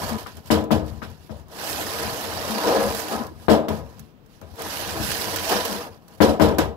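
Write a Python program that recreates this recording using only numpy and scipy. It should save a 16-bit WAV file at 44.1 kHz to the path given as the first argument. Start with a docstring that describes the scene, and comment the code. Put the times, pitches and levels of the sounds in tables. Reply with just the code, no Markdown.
"""Outdoors, over a steady hush of filtered noise, a scraper ploughs dry grease crumbs down a sheet-steel tray lying
across a plastic bin: granular noise through the tray's resonances, with sung tones and sharp ticks.
After this first short stroke come knocks on the tray (decaying noise, mode tones and a short push) and low puffs
on the right; then a long stroke, more knocks, another long stroke and a last run of knocks.
One hears it from two ports at the tray's end: left covered (dull, rich in bin thud), right open (bright, thin)."""
import sys
import numpy as np
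from scipy import signal
from scipy.fft import rfft, irfft, next_fast_len
from scipy.io import wavfile
from scipy.ndimage import uniform_filter1d, map_coordinates

SR = 44100
rng = np.random.default_rng(int(sys.argv[2]) if len(sys.argv) > 2 else 0)


def transcribe(u):
    """Save the signal u as a 16-bit wav file named by the first command-line argument.

    u: samples, shape (n,) or (channels, n), limited to [-1, 1]; the rate is SR.
    q: integer samples, one column per channel.
    """
    v = np.clip(np.atleast_2d(u).T, -1, 1)
    q = np.round(v * 32767).astype(np.int16)
    wavfile.write(sys.argv[1], SR, q)


N = 298116

# Blade on tray, one curve a stroke:
# (time [s], pressure as tray rumble level [dB], speed as crumb crunch level [dB], bin thud level [dB])
STROKES = [
    [(0.0, -30.5, -39, -32), (0.02, -34, -42.5, -39), (0.048, -32.5, -39, -34), (0.142, -29.5, -41.5, -36),
     (0.168, -35, -50.5, -43), (0.192, -36.5, -42.5, -53), (0.23, -47, -51.5, -46)],
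    [(1.47, -63, -77, -65), (1.52, -45.5, -51, -61), (1.64, -34, -36, -48), (1.66, -32, -37, -68),
     (1.676, -34, -36, -43.5), (2.37, -32.5, -37.5, -42), (2.572, -30, -36, -50), (2.682, -20, -32, -39),
     (2.796, -22.5, -35.5, -45), (2.858, -26.5, -38.5, -33), (2.92, -32, -39, -46),
     (3.008, -35, -36.5, -44), (3.034, -37, -39, -67), (3.07, -35, -40.5, -48),
     (3.142, -25.5, -37.5, -43.5), (3.288, -39.5, -56.5, -44), (3.33, -62, -73, -52)],
    [(4.53, -57, -66, -53), (4.568, -47, -53.5, -65), (4.6, -35, -42.5, -48), (4.718, -37.5, -37, -45),
     (4.878, -34.5, -36, -45), (4.928, -33.5, -37.5, -36), (4.972, -32, -38.5, -39.5),
     (5.074, -37, -32, -36), (5.284, -31, -35.5, -46), (5.328, -34, -35, -42.5), (5.486, -32, -33.5, -46),
     (5.518, -21, -27, -46), (5.582, -27.5, -31, -45), (5.834, -35.5, -42.5, -52), (5.862, -36, -48, -68),
     (5.898, -45.5, -60, -45), (5.95, -60, -63, -71)],
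]
# Tray shifting between strokes and knocks:
# (time [s], tray rumble level [dB], crumb trickle level [dB], bin thud level [dB])
SETTLING = [
    [(0.24, -47, -54, -50), (0.248, -58, -66, -50), (0.27, -43, -47, -54), (0.332, -54, -57, -50),
     (0.384, -48, -55.5, -45), (0.43, -58, -66.5, -57), (0.48, -49, -50, -45)],
    [(3.72, -33, -51, -33), (3.77, -45, -49, -48), (3.826, -47.5, -62, -40), (3.864, -48.5, -61.5, -40),
     (3.966, -54.5, -62, -52), (4.012, -56, -61, -45), (4.1, -68, -72, -71)],
    [(5.95, -57, -76, -72), (6.074, -59, -69, -70), (6.08, -53.5, -65, -71), (6.142, -53, -59, -71),
     (6.158, -57, -59, -57), (6.168, -58, -71, -59), (6.18, -54, -60, -52)],
    [(0.82, -42, -70, -39), (0.886, -48, -49, -43), (0.91, -46, -59.5, -44), (1.0, -53.5, -60, -42)],
    [(1.1, -51, -57, -41), (1.162, -62, -63, -61), (1.18, -57, -62.5, -48), (1.28, -62, -61.5, -62)],
    [(1.37, -52, -59, -50), (1.392, -54, -61, -50), (1.404, -51, -61, -49), (1.47, -68, -78, -57)],
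    [(3.33, -58, -66, -58), (3.338, -55, -69, -46), (3.388, -53, -58, -47), (3.46, -50, -56, -47)],
    [(4.25, -68, -78, -70), (4.316, -70, -64, -71), (4.334, -74, -61.5, -60), (4.4, -68, -68, -69)],
    [(4.47, -56, -63.5, -54), (4.516, -57, -62, -55), (4.52, -68, -67, -49), (4.53, -58, -65, -55)],
]
# Stick-slip notes of the sheet: (time [s], length [s], frequency [Hz], level [dB])
SUNG_NOTES = [(0.115, 0.053, 227.3, -30), (2.504, 0.072, 222, -30.5), (2.662, 0.061, 490, -26),
              (2.715, 0.17, 545, -27), (2.79, 0.075, 482, -27.5), (3.096, 0.1, 770, -35.5),
              (3.134, 0.038, 222, -34.5), (3.202, 0.019, 222, -31.5), (4.959, 0.064, 317.4, -36),
              (5.028, 0.024, 202, -36), (5.463, 0.044, 657, -35), (5.506, .11, 500, -34),
              (5.784, 0.037, 480, -36)]
# Single sharp contacts of blade and hard crumbs: (time [s], level [dB])
TICKS = [(0.1755, -49), (0.195, -47), (0.369, -45), (0.458, -46), (0.4713, -45.5), (0.61, -47),
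         (0.6394, -43.5), (0.7117, -33), (0.8616, -48), (1.1, -50), (1.4825, -52), (2.507, -30),
         (2.9473, -27), (3.2664, -43.5), (3.685, -35), (3.7294, -48.5), (3.7894, -51.5), (3.9449, -63),
         (3.9932, -39.5), (4.2607, -58), (4.413, -48), (4.5555, -49.5), (4.5935, -42), (4.619, -29.5),
         (5.3593, -23), (5.651, -22), (5.494, -25.5), (5.7284, -32), (6.0804, -48), (6.3967, -36.5),
         (6.5837, -22.5)]
# Knocks: (time [s], tray level [dB], edge re tray [dB], crumbs re tray [dB], bin re tray [dB], rattle hold [s],
# tray decay by 60 dB [s], build-up of airborne sound at the open port [s], lean to the lower hollow note [dB])
KNOCKS = [(0.261, -44.5, 11, -9.5, -26, .018, .16, 0.016, -2),
          (0.5034, -16.5, -10, -7.5, -11, 0.012, 0.51, 0.0077, 9.5),
          (0.707, -18, -11.5, -11.5, -3, 0.0092, .42, 0.0089, 7),
          (1.018, -37.5, 3, -8, -3, 0.014, 0.27, 0.0085, 7),
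          (1.295, -39, -12.5, -12, 1, 0.028, 0.29, 0.019, 5.5),
          (3.483, -12.5, -10, -13, -33, 0.032, 0.49, 0.023, 1.5),
          (3.683, -26, -9.5, -16.5, -2.5, .02, 0.39, 0.00077, 10),
          (4.416, -42, -7, -16.5, 0, 0.012, 0.27, 0.014, -1),
          (6.204, -14, -8, -10.5, -13, 0.035, 0.51, 0.015, -3),
          (6.287, -20.5, -25, -15, -23, 0.014, .26, 0.0022, -8),
          (6.398, -14.5, -9, -12.5, -8, 0.047, 0.45, 0.022, 1),
          (6.484, -26.5, -9, -18, -28, .03, .5, .001, -8),
          (6.584, -19, -7, -12, -8, 0.013, 0.4, 0.00073, -6)]
# Brief low puffs, strongest at the open port: (time [s], level [dB])
PUFFS = [(0.374, -31.5), (1.244, -49), (3.307, -37), (3.439, -50)]

# Resonances of the tray on the bin: (frequency [Hz], width [Hz], rise [dB])
TRAY_MODES = [(84.93, 57, 10.5), (148.4, 27, 12), (217.6, 43, 13.5), (309.4, 5.9, 13), (395, 14, 3),
              (458.6, 16, 9), (544, 5.7, 5.5), (584, 9.3, 1), (643, 65, 5.5), (730, 7.6, 7), (807, 18, 6.5),
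              (918, 5.8, 8), (996, 19, 10.5), (1083, 13, 6), (1255, 55, 7), (1460, 13, 5), (1674, 15, 11.5)]

# Relative spectral densities, each scaled to its source's level: (frequency [Hz], density [dB])
AIR_COLOUR = [(18, -31), (30, -8), (157, -0.5), (394, -9), (499, -10), (616, -16), (844, -17.5),
              (2230, -31), (2750, -28.5), (9710, -47.5), (16000, -36)]
RUMBLE_COLOUR = [(150, -35.5), (250, -9), (404, -4.5), (477, -2.5), (581, -4), (771, -3.5), (1050, -6.5),
                 (1130, -7.5), (2600, -30.5), (3380, -54), (5720, -120)]
CRUNCH_COLOUR = [(880, -20.5), (1500, -4), (1770, -3.5), (2060, -9), (2970, -6), (3390, -8), (4990, -7),
                 (5990, -12), (6800, -15.5), (8840, -51.5), (15000, -120)]
DUST_COLOUR = [(4000, -30.5), (6800, -2), (7380, -3), (9620, -6.5), (11000, -1.5), (12400, -2.5),
               (15100, -7.5), (16000, -13)]
THUD_COLOUR = [(15, -64), (25, -43), (70, -5), (87, -3.5), (114, -8.5), (200, -15.5), (260, -14),
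               (440, -120)]
GROAN_COLOUR = [(130, -31.5), (180, 3), (215, 14), (260, 4), (350, -33.5)]
SNAP_COLOUR = [(880, -20), (1500, 0.5), (2190, -11), (4200, -5), (6060, -4.5), (9650, -9.5), (12500, -3),
               (16000, -7.5)]
BANG_COLOUR = [(82, -27), (140, -13.5), (312, -3), (373, 1.5), (567, 4), (992, -8.5), (1140, -17.5),
               (1300, -15.5), (1690, -59), (2860, -120)]
EDGE_COLOUR = [(590, -12.5), (1000, 3.5), (1380, 2), (1580, 3), (2090, -5.5), (3600, -8.5), (4000, -11),
               (5200, -37), (8800, -120)]
JUMP_COLOUR = [(1290, -3), (2200, -6), (2680, -6.5), (2930, -1.5), (4820, -4.5), (5240, -3), (6800, -18),
               (8840, -26.5), (15000, -120)]
RING_COLOUR = [(60, -9), (90, -3), (150, -11.5), (230, -3), (320, 2), (500, -2), (800, -11.5),
               (1300, -22.5), (2000, -22.5)]
BOOM_COLOUR = [(15, -44), (25, -59), (38, -51), (70, 20.5), (162, 9), (200, -0.5), (260, 0), (440, -120)]
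BLOW_COLOUR = [(60, -40), (150, -14), (350, -2), (700, 0), (1500, -6), (3000, -14), (8000, -30),
               (16000, -40)]
PUFF_COLOUR = [(100, -39), (220, -1), (350, 8), (520, -9), (900, -40)]

# Left port over right port, for far air, rubbing and blows: (frequency [Hz], level difference [dB])
PORTS_AIR = [(60, 14.5), (110, 15.5), (200, 10.0), (380, 2.5), (700, 0.0), (1290, -0.5), (2380, -4.5),
             (4400, -10.5), (8120, -8.0), (15000, -3.5)]
PORTS = [(60, 12.5), (190, 7), (460, 1), (1100, 4.5), (2620, -5.5), (4690, -19.5), (8390, -31),
         (11200, -15), (15000, -21)]
PORTS_BLOW = [(60, 10.5), (190, 15.5), (460, 1), (1100, 5), (2620, -5), (4690, -15.5), (8390, -30),
              (11200, -13.5), (15000, -16)]
# Left-right likeness, for rubbing and blows: (frequency [Hz], correlation [0 to 1])
ALIKE = [(60, 0.31), (160, 0.69), (300, 0.81), (500, 1), (1000, 0.86), (1500, 0.083), (4000, 0.033)]
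ALIKE_BLOW = [(60, 0.44), (200, 0.77), (500, 1), (1000, 0.85), (1500, 0.23), (4000, 0.042)]

AIR_DB = -52.5
LEFT_LAG_S = 0.000046
TOP_HZ = 15750
FADE_S = 0.045  # contact comes and goes this fast
USUAL_PRESSURE_DB, USUAL_SPEED_DB = -34, -38  # a usual stroke, as rumble and crunch levels
DUST_DB, DUST_FOLLOWS = -3, 1.024  # re crunch at usual speed; dB for each dB of crunch
DUST_CHOKES = 0.16  # dB lost for each dB of pressure over the usual
GROAN_DB, GROAN_FOLLOWS = -45, 0.76  # at the usual pressure; dB for each dB of pressure
SING_EDGE_S, SING_WAVER_HZ = 0.0097, 7.92
TICK_T60_S, PUFF_T60_S, CRUMB_T60_S = 0.047, 0.053, 0.25  # decay by 60 dB
HOLLOW_DB = -10.5  # two deep bending notes of the sheet, re tray, before the lean


def amp(db):
    """Level: gain is ten to the power of decibels over twenty."""
    return 10 ** (np.asarray(db) / 20)


def unit(x):
    """Normalization: a signal divided by its rms has rms 1."""
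    return x / np.sqrt(np.mean(x ** 2) + 1e-20)


def along(points, hz):
    """Logarithmic frequency: values are interpolated evenly along a log axis."""
    f, v = np.transpose(points)
    return np.interp(np.log(hz + 1), np.log(f + 1), v)


def wobble(rate):
    """Slow fluctuation: a smooth curve through random knots, rate knots a second."""
    knots = rng.standard_normal(int(N * rate / SR) + 4)
    return map_coordinates(knots, [np.arange(N) * rate / SR])


def grit(rate, spread_db, share, patchy_db, life=0.0045):
    """Granular excitation: two noise forces, patchy in pitch and time, swell with each crumb that breaks."""
    spectra = signal.stft(rng.standard_normal((2, N)), nperseg=512)[2]
    field = rng.standard_normal(spectra.shape[1:])
    for axis in (0, 1):
        field = uniform_filter1d(field, size=3, axis=axis)
    noise = signal.istft(spectra * amp(patchy_db * unit(field)), nperseg=512)[1][:, :N]
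    breaks = rng.random(N) < rate / SR
    crumbs = breaks * amp(spread_db * (2 * rng.random(N) - 1))
    decay = np.exp(-np.arange(SR // 50) / (life * SR))
    crumbs = unit(signal.fftconvolve(crumbs, decay)[:N])
    return unit(noise) * np.sqrt(1 - share + share * crumbs ** 2)


def heard(level, force, colour, ports, alike, ringing=True):
    """Minimum-phase filtering: forces pass a causal colour to two partly correlated ports.

    The level is one row or one per port; for noise of rms 1 it is the rms of the two ports' mean."""
    k, m = 2 ** 15, next_fast_len(N + 2 ** 15)
    hz, fine_hz = np.fft.rfftfreq(k, 1 / SR), np.fft.rfftfreq(m, 1 / SR)
    gain = amp(np.maximum(along(colour, hz), -90))
    if ringing:
        modes = sum((amp(db) ** 2 - 1) / (1 + (2 * (hz - c) / w) ** 2) for c, w, db in TRAY_MODES)
        gain = gain * np.sqrt(1 + modes.clip(-.9))
    lean = amp(along(ports, hz))
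    likeness = np.clip(along(alike, hz), 0, 1)
    centre_power = 1 + lean ** 2 + 2 * likeness * lean
    right = 2 * gain / np.sqrt(np.mean(gain ** 2) * centre_power)
    # folding the cepstrum onto positive times makes the response causal
    cepstrum = irfft(np.log([right * lean, right]), k)
    cepstrum[:, 1:k // 2] *= 2
    cepstrum[:, k // 2:] = 0
    response = rfft(irfft(np.exp(rfft(cepstrum)), k), m)
    at_left, at_right = np.broadcast_to(level, (2, N))
    own, shared, other = rfft([at_left * force[0], at_right * force[0], at_right * force[1]], m)
    like = np.clip(along(alike, fine_hz), 0, 1)
    late = np.exp(-2j * np.pi * fine_hz * LEFT_LAG_S)  # the covered port hears last
    at_ports = [own * late, like * shared + np.sqrt(1 - like ** 2) * other]
    return irfft(response * at_ports, m)[:, :N]


def bursts(s, db, rise, hold, t60):
    """Exponential decay: events rise, hold and die away, and their powers add."""
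    power, t = np.zeros(N + SR), np.arange(SR) / SR
    for at, level, up, stay, life in np.broadcast(s, db, rise, hold, t60):
        fall = amp(level - 60 * np.maximum(t - stay, 0) / life)
        power[round(at * SR):][:SR] += (fall * (1 - np.exp(-(t / up) ** 2))) ** 2
    return np.sqrt(power[:N])


def air():
    """Stationary noise: the outdoor hush keeps one level and spectrum, less alike at the ports in the treble."""
    alike = [(60, .1), (400, 1.0), (1500, 0.036)]
    return heard(amp(AIR_DB), rng.standard_normal((2, N)), AIR_COLOUR, PORTS_AIR, alike, ringing=False)


def contact(stretches):
    """Superposition: gains for each level column add, each stretch fading in before and out after its rows."""
    t, total = np.arange(N) / SR, 1e-6
    for rows in stretches:
        s, *cols = np.transpose(rows)
        fade = np.interp(t, [s[0] - FADE_S, s[0], s[-1], s[-1] + FADE_S], [0, 1, 1, 0])
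        total = total + fade * amp([np.interp(t, s, c) for c in cols])
    return total


def rubbing(pressure_db, speed_db, thud_db):
    """Frictional excitation: a juddering blade crushes crumbs, and sheet and bin rumble, groan and thud."""
    judder = wobble(70)  # the blade's grip comes and goes
    crust = grit(rate=400, spread_db=4, share=.12, patchy_db=1)
    crumbs = grit(rate=900, spread_db=7, share=.3, patchy_db=2.4, life=.001)
    over_db = pressure_db - USUAL_PRESSURE_DB
    dust_db = USUAL_SPEED_DB + DUST_DB + DUST_FOLLOWS * (speed_db - USUAL_SPEED_DB)
    dust_db = dust_db - DUST_CHOKES * np.maximum(over_db, 0)
    groan_db = GROAN_DB + GROAN_FOLLOWS * over_db + 4 * wobble(20)
    rumble_gain = amp(pressure_db + 1.35 * judder + 0.34 * wobble(15))
    crunch_gain = amp(speed_db + 0.76 * judder + 0.41 * wobble(25))
    dust_gain = amp(dust_db + 0.92 * judder + 1.07 * wobble(18))
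    thud_gain = amp(thud_db + 2.3 * wobble(12))
    rumble = heard(rumble_gain, crust, RUMBLE_COLOUR, PORTS, ALIKE)
    crunch = heard(crunch_gain, crumbs, CRUNCH_COLOUR, PORTS, ALIKE, ringing=False)
    dust = heard(dust_gain, crumbs, DUST_COLOUR, PORTS, ALIKE, ringing=False)
    thud = heard(thud_gain, rng.standard_normal((2, N)), THUD_COLOUR, PORTS, ALIKE)
    groan = heard(amp(groan_db), crust, GROAN_COLOUR, PORTS_BLOW, ALIKE_BLOW, ringing=False)
    return rumble + crunch + dust + thud + groan


def scraping():
    """Sliding contact: strokes sound, and between them the tray shifts on the rim while loose crumbs trickle."""
    pressure_db, speed_db, thud_db = 20 * np.log10(contact(STROKES + SETTLING))
    return rubbing(pressure_db, speed_db, thud_db)


def singing():
    """Stick-slip: the blade on bare steel makes the sheet sing single notes that swell, waver and fade."""
    t, out = np.arange(N) / SR, np.zeros((2, N))
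    waver = 2 * np.pi * np.cumsum(SING_WAVER_HZ * wobble(40)) / SR
    shimmer = amp(1.3 * wobble(60))
    for s, length, hz, db in SUNG_NOTES:
        swell = np.interp(t, [s - SING_EDGE_S, s, s + length, s + length + SING_EDGE_S], [0, 1, 1, 0])
        note = amp(db) * swell * np.sin(2 * np.pi * hz * t + waver)
        lean = amp(along(PORTS_BLOW, hz))
        out += np.outer([lean, 1], np.sqrt(8) / (1 + lean) * note)
    return out * shimmer


def ticks():
    """Short impact: a sharp contact gives a bright snap of quickly decaying noise."""
    level = bursts(*np.transpose(TICKS), 0.00055, 0, TICK_T60_S)
    return heard(level, rng.standard_normal((2, N)), SNAP_COLOUR, PORTS, ALIKE, ringing=False)


def tones(drift_db):
    """Modal vibration: tones at the tray's mode pitches swell and fade as the contact point moves."""
    t = np.arange(N) / SR
    phases = 2 * np.pi * rng.random((len(TRAY_MODES), 2, 1))
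    total = 0
    for (hz, _, db), phase in zip(TRAY_MODES, phases):
        total = total + amp(db + drift_db * wobble(6)) * np.sin(2 * np.pi * hz * t + phase)
    return unit(total)


def knocks():
    """Structure-borne and airborne paths: a blow reaches the covered port at once through the bin, and builds up
    more slowly in the air; the loose tray rattles on the rim, crumbs jump and patter back."""
    s, db, edge_db, crumb_db, bin_db, hold, t60, build, lower_db = np.transpose(KNOCKS)

    def struck(level_db, rise, stay, life, force, colour, ringing=False):
        """Path difference: the open port's sound rises later than the covered port's."""
        left = bursts(s, level_db, rise, stay, life)
        right = bursts(s, level_db, rise + build, stay, life)
        return heard([left, right], force, colour, PORTS_BLOW, ALIKE_BLOW, ringing)

    rattle = grit(rate=400, spread_db=3, share=.12, patchy_db=.8)
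    patter = grit(rate=300, spread_db=5, share=.25, patchy_db=2.2)
    bang = struck(db, 0.0015, hold, t60, rattle, BANG_COLOUR, ringing=True)
    edge = struck(db + edge_db, 0.00045, 0.079 * hold, 0.71 * t60, rattle, EDGE_COLOUR)
    jump = struck(db + crumb_db, 0.00024, 0.5 * hold, CRUMB_T60_S, patter, JUMP_COLOUR)
    dust = struck(db + crumb_db - 6.0, 0.00025, 0.46 * hold, 0.93 * CRUMB_T60_S, patter, DUST_COLOUR)
    ring = struck(db - 18, 0.003, 0.41 * hold, 1.15 * t60, tones(drift_db=2), RING_COLOUR)
    boom = struck(db + bin_db, 0.00079, 0.44 * hold, 1.3 * t60, rattle, BOOM_COLOUR, ringing=True)
    # the first contact is one short push, which sets every mode of the tray ringing together
    blow = struck(db + 10, .0001, 0, .0016, np.ones((2, N)), BLOW_COLOUR, ringing=True)
    t, hollow = np.arange(N) / SR, 0
    for (hz, _, _), lean_db in zip(TRAY_MODES[2:4], [lower_db, -lower_db]):
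        note = np.sqrt(2) * np.sin(2 * np.pi * hz * t + 1.0 * wobble(25))
        hollow = hollow + struck(db + HOLLOW_DB + lean_db, .003, 1.1 * hold, 0.59 * t60, [note] * 2, [(hz, 0)])
    return hollow + bang + ring + edge + jump + dust + boom + blow


def puffs():
    """Low-frequency transient: a short burst of band noise, 14 dB weaker at the covered left port."""
    level = bursts(*np.transpose(PUFFS), 0.001, 0, PUFF_T60_S)
    return heard(level, rng.standard_normal((2, N)), PUFF_COLOUR, [(350, -14)], [(350, 0.11)], ringing=False)


def scene():
    """Superposition: the pressures of all sources add at the two ports."""
    return air() + scraping() + singing() + ticks() + knocks() + puffs()


def record(dry):
    """Saturation and band limit: loud peaks round off at full scale, then nothing is kept above TOP_HZ."""
    x = dry / (1 + np.abs(dry) ** 8) ** (1 / 8)
    m = next_fast_len(N + 4096)
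    passed = np.fft.rfftfreq(m, 1 / SR) < TOP_HZ
    return irfft(rfft(x, m) * passed, m)[:, :N]


dry = scene()
out = record(dry)
transcribe(out)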